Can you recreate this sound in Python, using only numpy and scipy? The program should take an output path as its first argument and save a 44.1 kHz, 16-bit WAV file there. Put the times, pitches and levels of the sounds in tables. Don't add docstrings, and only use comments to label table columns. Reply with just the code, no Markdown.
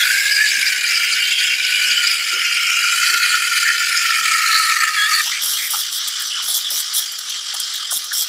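import sys
import numpy as np
from scipy import signal
from scipy.fft import rfft, irfft
from scipy.io import wavfile
from scipy.ndimage import uniform_filter1d, minimum_filter1d, map_coordinates

SR = 44100
rng = np.random.default_rng(int(sys.argv[2]) if len(sys.argv) > 2 else 0)


def generate_wav(sig):
    pcm = np.round(np.clip(np.atleast_2d(sig).T, -1, 1) * 32767).astype(np.int16)
    wavfile.write(sys.argv[1], SR, pcm)


N = 365148
TIME = np.arange(N) / SR
FOAM_S = 5.215


def gain_of(db):
    return 10 ** (np.asarray(db) / 20)


def evened(x):
    return x / np.sqrt(np.mean(x ** 2) + 1e-20)


def steadied(x):
    power = np.abs(uniform_filter1d(x ** 2, size=8000))
    return x / np.sqrt(power + 1e-20)


def curves(rows):
    s, *columns = np.transpose(rows)
    return [np.interp(TIME, s, column) for column in columns]


def swells(rows):
    return sum(db * np.exp(-(2 * (TIME - s) / length) ** 2) for s, length, db in rows)


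def sinking(start, end):
    return np.interp(TIME, [0, FOAM_S], [start, end])


def foam():
    return np.interp(TIME, [FOAM_S - .01, FOAM_S + .01], [0, 1])


def add(mix, s, sound):
    part = mix[max(round(s * SR), 0):][:len(sound)]
    part += sound[:len(part)]


def wander(rate_hz):
    spectrum = rfft(rng.standard_normal(N))
    hz = np.fft.rfftfreq(N, 1 / SR)
    return evened(irfft(spectrum * np.exp(-(hz / rate_hz) ** 2), N))


def flutter(slow_hz, fast_hz, depth_db):
    band = signal.butter(2, [slow_hz, fast_hz], "bandpass", fs=SR, output="sos")
    return gain_of(depth_db * evened(signal.sosfilt(band, rng.standard_normal(N))))


def collapses(per_s, spread_db, wash):
    size = gain_of(spread_db * np.minimum(rng.exponential(1, N), 4))
    struck = rng.random(N) < per_s / SR
    clicks = size * np.sign(rng.standard_normal(N)) * struck
    return evened(evened(clicks) + wash * rng.standard_normal(N))


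def coloured(x, spectrum, size=2048):
    hz, db = np.transpose(spectrum)
    bin_hz = abs(np.fft.fftfreq(size, 1 / SR))
    log_gain = np.log(gain_of(np.interp(np.log(bin_hz + 1), np.log(hz), db)))
    taps = np.fft.ifft(np.exp(np.conj(signal.hilbert(log_gain)))).real
    return evened(signal.oaconvolve(x, taps[:size // 2])[:len(x)])


def patchy(x, patch_db):
    z = signal.stft(x, nperseg=256)[2]
    field = rng.standard_normal(z.shape)
    field = uniform_filter1d(field, size=4, axis=0)
    field = uniform_filter1d(field, size=16, axis=1)
    return evened(signal.istft(z * gain_of(patch_db * evened(field)), nperseg=256)[1][:N])


def resonate(x, hz, width):
    turn = np.exp(2j * np.pi * np.cumsum(hz * np.ones(len(x))) / SR)
    r = np.exp(-np.pi * width / SR)
    smooth = signal.lfilter([(1 - r) ** 2], [1, -2 * r, r * r], x / turn)
    return 2 * (turn * smooth).real


def notch(x, hz, width, depth):
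    turn = np.exp(2j * np.pi * np.cumsum(hz) / SR)
    r = np.exp(-np.pi * width / SR)
    resonance = 2 * (turn * signal.lfilter([1 - r], [1, -r], x / turn)).real
    return x - np.clip(depth, 0, 1) * resonance


def ring(x, hz, modes):
    out = 0
    for k, (ratio, width, db) in enumerate(modes):
        pitch = hz * ratio * (1 + .014 * wander(12))
        out = out + gain_of(db) * resonate(np.roll(x, 60 * k), pitch, width)
    return out


def above(x, hz):
    return signal.sosfilt(signal.butter(8, hz, "highpass", fs=SR, output="sos"), x)


def screech():
    # (time [s], lowest resonance [dB], second resonance [dB],
    # roar of collapsing bubbles [dB], jet hiss [dB])
    layer_levels = [(0, -23, -24, -23.5, -19.5), (.35, -19.5, -37, -23, -22), (.7, -25.5, -25, -19, -18.5),
                    (1.3, -34.5, -40, -20.5, -22.5), (1.9, -27.5, -29, -18.5, -23),
                    (2.3, -32.5, -45, -23, -23), (2.7, -26, -57, -17, -22.5),
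                    (3.05, -21.5, -27.5, -22.5, -18.5), (3.45, -21.5, -28, -21.5, -19),
                    (3.9, -25.5, -28, -23, -21), (4.3, -21, -24.5, -21, -19), (4.65, -20, -22, -27.5, -19),
                    (4.95, -24, -22.5, -25.5, -19.5), (5.2, -28, -21.5, -28, -19.5)]
    # (time [s], lowest resonance [Hz], third resonance [Hz],
    # pitch of the bubbles [Hz], nozzle tone [Hz])
    pitch_path = [(0, 1420, 2160, 2180, 4400), (.2, 1638, 2240, 2180, 4980), (.45, 1705, 2290, 2190, 4730),
                  (.7, 1516, 2320, 2230, 4960), (.95, 1380, 2330, 2400, 5030),
                  (1.4, 1488, 2225, 2800, 4800), (1.9, 1465, 2375, 2670, 4780),
                  (2.15, 1387, 2360, 2680, 4750), (2.7, 1387, 2260, 2740, 5200),
                  (3.15, 1410, 2554, 2770, 4500), (3.5, 1395, 2455, 2720, 4640),
                  (3.9, 1410, 2340, 2300, 5000), (4.15, 1333, 2380, 2210, 4900),
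                  (4.55, 1300, 2255, 2140, 4390), (5.2, 1260, 2250, 2100, 4480)]
    # (multiple of the third resonance, width [Hz], relative level [dB])
    upper_modes = [(0.996, 232, 5), (1.12, 264, -5.5), (1.245, 240, 3.5), (1.36, 287, -1.5)]
    # (frequency [Hz], relative level [dB])
    jet_spectrum = [(80, -39), (400, -35.5), (1100, -25), (1600, 7), (2200, 7), (3100, -0.5), (3550, 5.5),
                    (4100, 3), (5800, -1), (6300, 0), (7000, 2.5), (7700, 0), (8300, -4.5), (9500, -3.5),
                    (11500, -9.5), (15300, -14)]
    # (time [s], centre [Hz], depth [0-1])
    hollow_path = [(0, 3800, 0), (.35, 3500, 0.4), (.95, 3550, 0.47), (1.4, 3930, 0), (2.2, 4000, 0.2),
                   (2.75, 3550, 1), (3.3, 3600, 0.8), (4.0, 3750, 0.55), (4.7, 3500, 0.73),
                   (5.2, 4050, 0.65)]
    # (centre [s], length [s], rise of the nozzle tone [dB])
    flare_rows = [(.33, 0.12, 3.5), (.49, .07, 6), (.68, 0.056, 8), (.926, 0.14, 10), (1.139, 0.047, 4.5),
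                  (1.393, 0.029, 6.5), (1.9, .09, 6), (2.09, 0.12, 8), (3.08, 0.087, 6.5), (3.265, 0.13, 4),
                  (3.61, .06, 4), (3.975, 0.029, 9.5), (4.55, 0.11, 7), (5.146, 0.041, 7)]
    # (centre [s], length [s], rise [dB])
    splutter_rows = [(.113, 0.026, 8), (.413, 0.085, 7), (1.137, 0.041, 5), (1.482, 0.063, 3.5),
                     (2.04, 0.04, 9), (2.369, 0.12, 6.5), (.72, 0.027, 3), (2.86, 0.048, 4.5),
                     (3.149, .08, 2.5), (3.345, 0.021, 8.5), (3.69, 0.084, 3), (3.82, 0.026, 5),
                     (4.114, 0.047, 3.5), (4.55, 0.054, 2.5), (4.767, 0.013, 2.5), (4.835, 0.024, 8.5),
                     (4.88, .02, 6), (5.209, 0.012, 9.5)]
    low_width_hz, second_width_hz = 114, 170
    nozzle_db = -26.5
    flare_hiss = 0.24

    low_db, second_db, roar_db, jet_db = curves(layer_levels)
    low_hz, third_hz, bubble_hz, nozzle_hz = curves(pitch_path)
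    hollow_hz, hollow_depth = curves(hollow_path)
    flare_db, splutter_db = swells(flare_rows), swells(splutter_rows)

    sputter = flutter(11.8, 78, depth_db=1.4)
    drive = collapses(per_s=3500, spread_db=1.0, wash=1.0) * sputter
    throb = drive * flutter(10, 100, depth_db=2.3)

    low_pitch = low_hz * (1 + 0.0057 * wander(24))
    low = above(resonate(throb, low_pitch, low_width_hz), 1290)
    second = above(resonate(-throb, sinking(1716, 1837), second_width_hz), 1050)

    bubbles = patchy(resonate(drive, bubble_hz, 1730), patch_db=1.0)
    roar = above(ring(bubbles, third_hz, upper_modes), 1880)

    nozzle_drive = drive * flutter(7.1, 57, depth_db=3.0)
    nozzle_pitch = nozzle_hz * (1 + 0.034 * wander(26))
    nozzle = above(resonate(nozzle_drive, nozzle_pitch, 560), 3030)

    jet_drive = collapses(per_s=6000, spread_db=2.5, wash=0.74) * sputter
    jet = patchy(coloured(jet_drive, jet_spectrum), patch_db=3.0)

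    layers = [(low, low_db + splutter_db), (second, second_db + splutter_db), (roar, roar_db),
              (nozzle, nozzle_db + flare_db), (jet, jet_db + flare_hiss * flare_db)]
    steam = sum(gain_of(db) * steadied(sound) for sound, db in layers)
    steam = notch(steam, hollow_hz, 480, hollow_depth)
    steam = notch(steam, 1.185 * low_hz, 170, sinking(.25, .65))
    return steam * (1 - foam())


def squeals(glide=-0.0318):
    # (time [s], length [s], pitch [Hz], nominal width [Hz], level [dB])
    squeal_rows = [(0, .03, 3350, 260, -17), (.07, .28, 2174, 140, -27), (.299, .087, 4880, 200, -23.5),
                   (.568, 0.036, 236, 110, -52), (0.601, 0.032, 2240, 130, -20),
                   (1.292, .2, 3184, 350, -21.5), (1.857, 0.083, 209, 70, -57),
                   (2.322, 0.055, 434, 196, -44.5), (3.103, 0.071, 414, 160, -47.5),
                   (3.3, 0.61, 409, 128, -59), (3.65, 0.062, 1814, 250, -16), (4.194, .17, 207.2, 70, -59),
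                   (4.514, 0.15, 4290, 280, -24.5), (4.763, 0.0075, 1884, 280, -14.5),
                   (4.818, .019, 2110, 500, -22), (4.985, .15, 1285, 45, -23.5),
                   (5.113, .068, 4540, 220, -20), (5.243, .055, 2900, 600, -27.5),
                   (5.257, 0.023, 1002, 297, -39), (5.316, .021, 2025, 450, -22.5),
                   (5.339, 0.047, 2300, 600, -26.5), (5.526, 0.043, 3190, 300, -28),
                   (5.579, 0.091, 2100, 550, -27), (5.732, 0.019, 807, 200, -34),
                   (5.732, 0.0194, 1350, 253, -26.5), (6.297, 0.11, 3090, 370, -25),
                   (6.341, 0.078, 1412, 290, -33.5), (6.485, .019, 766, 345, -42),
                   (6.64, 0.044, 3426, 475, -21.5), (6.71, 0.027, 650, 352, -42.5),
                   (7.315, .04, 3230, 593, -31), (7.536, .016, 832, 280, -40),
                   (7.911, .012, 1248, 400, -30.5), (7.921, .008, 797, 397, -37),
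                   (8.109, .019, 1520, 300, -28.5)]
    out = np.zeros(N)
    t = np.arange(SR) / SR
    for s, length, hz, width, db in squeal_rows:
        smooth = signal.butter(4, width * 0.592, fs=SR, output="sos")
        drifts = signal.sosfilt(smooth, rng.standard_normal((2, 2 * SR)))
        waver, swell = (evened(drift[-SR:]) for drift in drifts)
        sag = glide * (np.minimum(t / length, 1) - .5)
        pitch = hz * (1 + sag) + 0.417 * width * waver
        cloud = evened(np.sin(2 * np.pi * np.cumsum(pitch) / SR) * (1 + .5 * swell))
        rise_s = .002 + 0.3 * length
        fall_s = .005 + 0.25 * length
        shape = np.minimum(t / rise_s, 1) * np.exp(-np.maximum(t - length, 0) / fall_s)
        add(out, s - rise_s / 3, gain_of(db) * cloud * shape)
    return out


def churn():
    # (time [s], level [dB])
    churn_levels = [(0, -46.5), (2.2, -49), (2.7, -52.5), (3.17, -48), (3.7, -55), (4.1, -54), (4.3, -49),
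                    (4.6, -56), (5.05, -51.5), (5.5, -58), (6.5, -54.5), (7.1, -55.5), (8.28, -54.5)]
    # (frequency [Hz], relative level [dB])
    rumble_spectrum = [(25, -48), (80, -34), (120, -11), (210, -2), (290, -2.5), (380, 0), (490, 0.5),
                       (600, -0.5), (740, 2.5), (920, -5.5), (1100, 5.5), (1500, -11)]
    level_db, = curves(churn_levels)
    lumpy = rng.standard_normal(N) * flutter(8.1, 40, depth_db=1.2)
    return gain_of(level_db) * coloured(lumpy, rumble_spectrum, size=8192)


def spray():
    # (time [s], level [dB])
    spray_levels = [(0, -26), (.7, -44), (5.03, -41), (5.14, -30), (5.26, -28), (5.4, -44), (5.44, -21),
                    (5.53, -32), (5.78, -31), (6.05, -53)]
    level_db, = curves(spray_levels)
    drive = collapses(per_s=4000, spread_db=2.5, wash=.9) * flutter(20, 120, depth_db=2.5)
    return gain_of(level_db) * coloured(drive, [(2000, -30), (8000, -13), (11500, -7.5), (15000, -13.5)])


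def background():
    # (frequency [Hz], rms level [dB])
    tone_rows = [(70, -86), (140, -82.5), (212, -75.5), (404, -84), (501, -71.5), (737, -67.5),
                 (855, -66.5)]
    tones = 0
    for hz, db in tone_rows:
        phase = 2 * np.pi * np.cumsum(hz + 2 * wander(7.7)) / SR
        tones = tones + gain_of(db) * np.sqrt(2) * np.sin(phase)
    rumble = coloured(rng.standard_normal(N), [(20, -22), (70, -3), (180, 4), (600, -20)], size=8192)
    return tones + gain_of(-90) * rumble


def level_dips():
    # (centre [s], length [s], dip [dB])
    dip_rows = [(.8, 0.38, -3.5), (1.362, 0.036, -5), (1.579, 0.057, -4.5), (2.171, 0.032, -3),
                (2.24, 0.064, -2.5), (3.202, 0.038, -3), (3.43, 0.12, -2.5), (3.505, 0.028, -2),
                (3.75, .06, -2), (4.216, 0.034, -4), (4.754, 0.0099, -5.5), (4.79, 0.027, -3.5),
                (4.863, .014, -10), (4.92, 0.057, -5.5), (5.03, 0.13, -3), (5.67, .1, -5),
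                (5.908, 0.053, -3.5), (7.17, 0.21, -4), (7.433, 0.067, -3.5), (8.079, .1, -1)]
    return gain_of(swells(dip_rows))


def whistle(start_s=4.97, length_s=0.1, note_hz=1715, edge_s=0.016, waver=.014, sag=.035):
    harmonic_levels = [-16.5, -19.5, -32]
    t = TIME - start_s
    arch = np.sin(np.pi * np.clip(t / length_s, 0, 1))
    phase = 2 * np.pi * np.cumsum(note_hz * (1 - sag * arch + waver * wander(116))) / SR
    shape = np.clip(np.minimum(t, length_s - t) / edge_s + .5, 0, 1)
    note = sum(gain_of(db) * np.sin(k * phase) for k, db in enumerate(harmonic_levels, 1))
    return shape * note * gain_of(1.6 * wander(150))


def sizzle():
    # (time [s], level [dB])
    foaming_levels = [(5.22, -21.5), (5.45, -24), (5.85, -24), (6.2, -24), (6.6, -26.5), (7.0, -24.5),
                      (7.3, -25), (7.55, -25), (7.75, -24.5), (7.95, -28), (8.28, -27.5)]
    # (frequency [Hz], relative level [dB])
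    sizzle_spectrum = [(700, -41), (1000, -24), (1230, -6), (1750, -7.5), (2150, -9.5), (2650, -13.5),
                       (3100, 2.5), (4000, -3.5), (4900, 0), (5900, -0.5), (6700, -10), (7600, -6),
                       (8200, -12.5), (10500, -17.5), (12000, -26), (15300, -30)]
    level_db, = curves(foaming_levels)
    drive = collapses(per_s=5000, spread_db=0.0, wash=0.76) * flutter(38, 60, depth_db=1.4)
    hiss = steadied(patchy(coloured(drive, sizzle_spectrum), patch_db=2.5))
    return gain_of(level_db) * hiss * foam()


def gulps(rise_s=0.0066, fall_s=0.0075, fizz_db=-13, fizz_s=0.063):
    # (time [s], length [s], level before the common 2.5 dB lift [dB])
    gulp_rows = [(5.42, 0.13, -23), (5.553, 0.13, -27.5), (5.702, 0.12, -22.5), (5.914, 0.076, -26),
                 (6.075, 0.015, -22), (6.196, .01, -27), (6.218, .008, -23.5), (6.266, .007, -30),
                 (6.421, 0.061, -29.5), (6.481, 0.048, -20), (6.538, 0.047, -17), (6.704, 0.11, -22.5),
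                 (6.936, .019, -21), (6.958, 0.035, -14.5), (7.119, .008, -28), (7.186, 0.0072, -28.5),
                 (7.293, .012, -28), (7.54, 0.0098, -25.5), (7.597, 0.0087, -25), (7.735, .009, -28),
                 (7.755, .008, -27), (7.908, 0.072, -21.5), (8.041, .008, -27), (8.128, 0.11, -21)]
    # (frequency [Hz], relative level [dB])
    gulp_spectrum = [(30, -55), (90, -44), (170, -25), (500, -22), (900, -13), (1300, -19), (2600, -46),
                     (3300, 9), (4500, -4), (5600, 8), (6700, -1.5), (7600, 4.5), (8400, 1), (10000, 3),
                     (15300, 0)]
    power = np.zeros(N)
    t = np.arange(SR // 2) / SR
    for s, length, db in gulp_rows:
        closed = np.maximum(t - length, 0)
        fizz = gain_of(fizz_db) * np.exp(-closed / fizz_s)
        opening = np.minimum(t / rise_s, 1) * np.maximum(np.exp(-closed / fall_s), fizz)
        add(power, s - rise_s / 2, (gain_of(db) * opening) ** 2)
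    drive = collapses(per_s=4500, spread_db=4.0, wash=0.98) * flutter(28, 150, depth_db=2.0)
    return gain_of(2.5) * np.sqrt(power) * patchy(coloured(drive, gulp_spectrum), patch_db=3.5)


def kitchen(x, t60=0.29, wet_db=-15, sway=0.0416):
    # (mean delay [ms], level [dB])
    echo_rows = [(1.9, -15), (3.4, -14), (5.302, -19.5), (8.1, -17)]
    short_waves = above(x, 2020)
    near = x
    for ms, db in echo_rows:
        delay = SR * ms / 1000 * (1 + sway * wander(.7))
        near = near + gain_of(db) * map_coordinates(short_waves, [np.arange(N) - delay], order=3)
    t = np.arange(SR // 3) / SR
    taps = rng.standard_normal(len(t)) * gain_of(-60 * t / t60) * (t > .002)
    tail = signal.oaconvolve(x, taps / np.linalg.norm(taps))[:N]
    return near + gain_of(wet_db) * tail


def scene():
    steam = (screech() + sizzle()) * level_dips()
    pitcher = steam + whistle() + spray() + gulps() + squeals() + churn()
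    return (kitchen(pitcher) + background())[None]


def record(dry, bass_cut_hz=65, ceiling_db=-2.5, edge_hz=15600):
    thin = signal.sosfilt(signal.butter(2, bass_cut_hz, "highpass", fs=SR, output="sos"), dry)
    allowed = np.minimum(gain_of(ceiling_db) / (abs(thin) + 1e-9), 1)
    allowed = minimum_filter1d(allowed, size=260)
    held = thin * uniform_filter1d(uniform_filter1d(allowed, size=150), size=110)
    low_pass = signal.firwin(511, edge_hz, window=("kaiser", 9), fs=SR)
    return signal.oaconvolve(held, low_pass[None], "same")


dry = scene()
out = record(dry)
generate_wav(out)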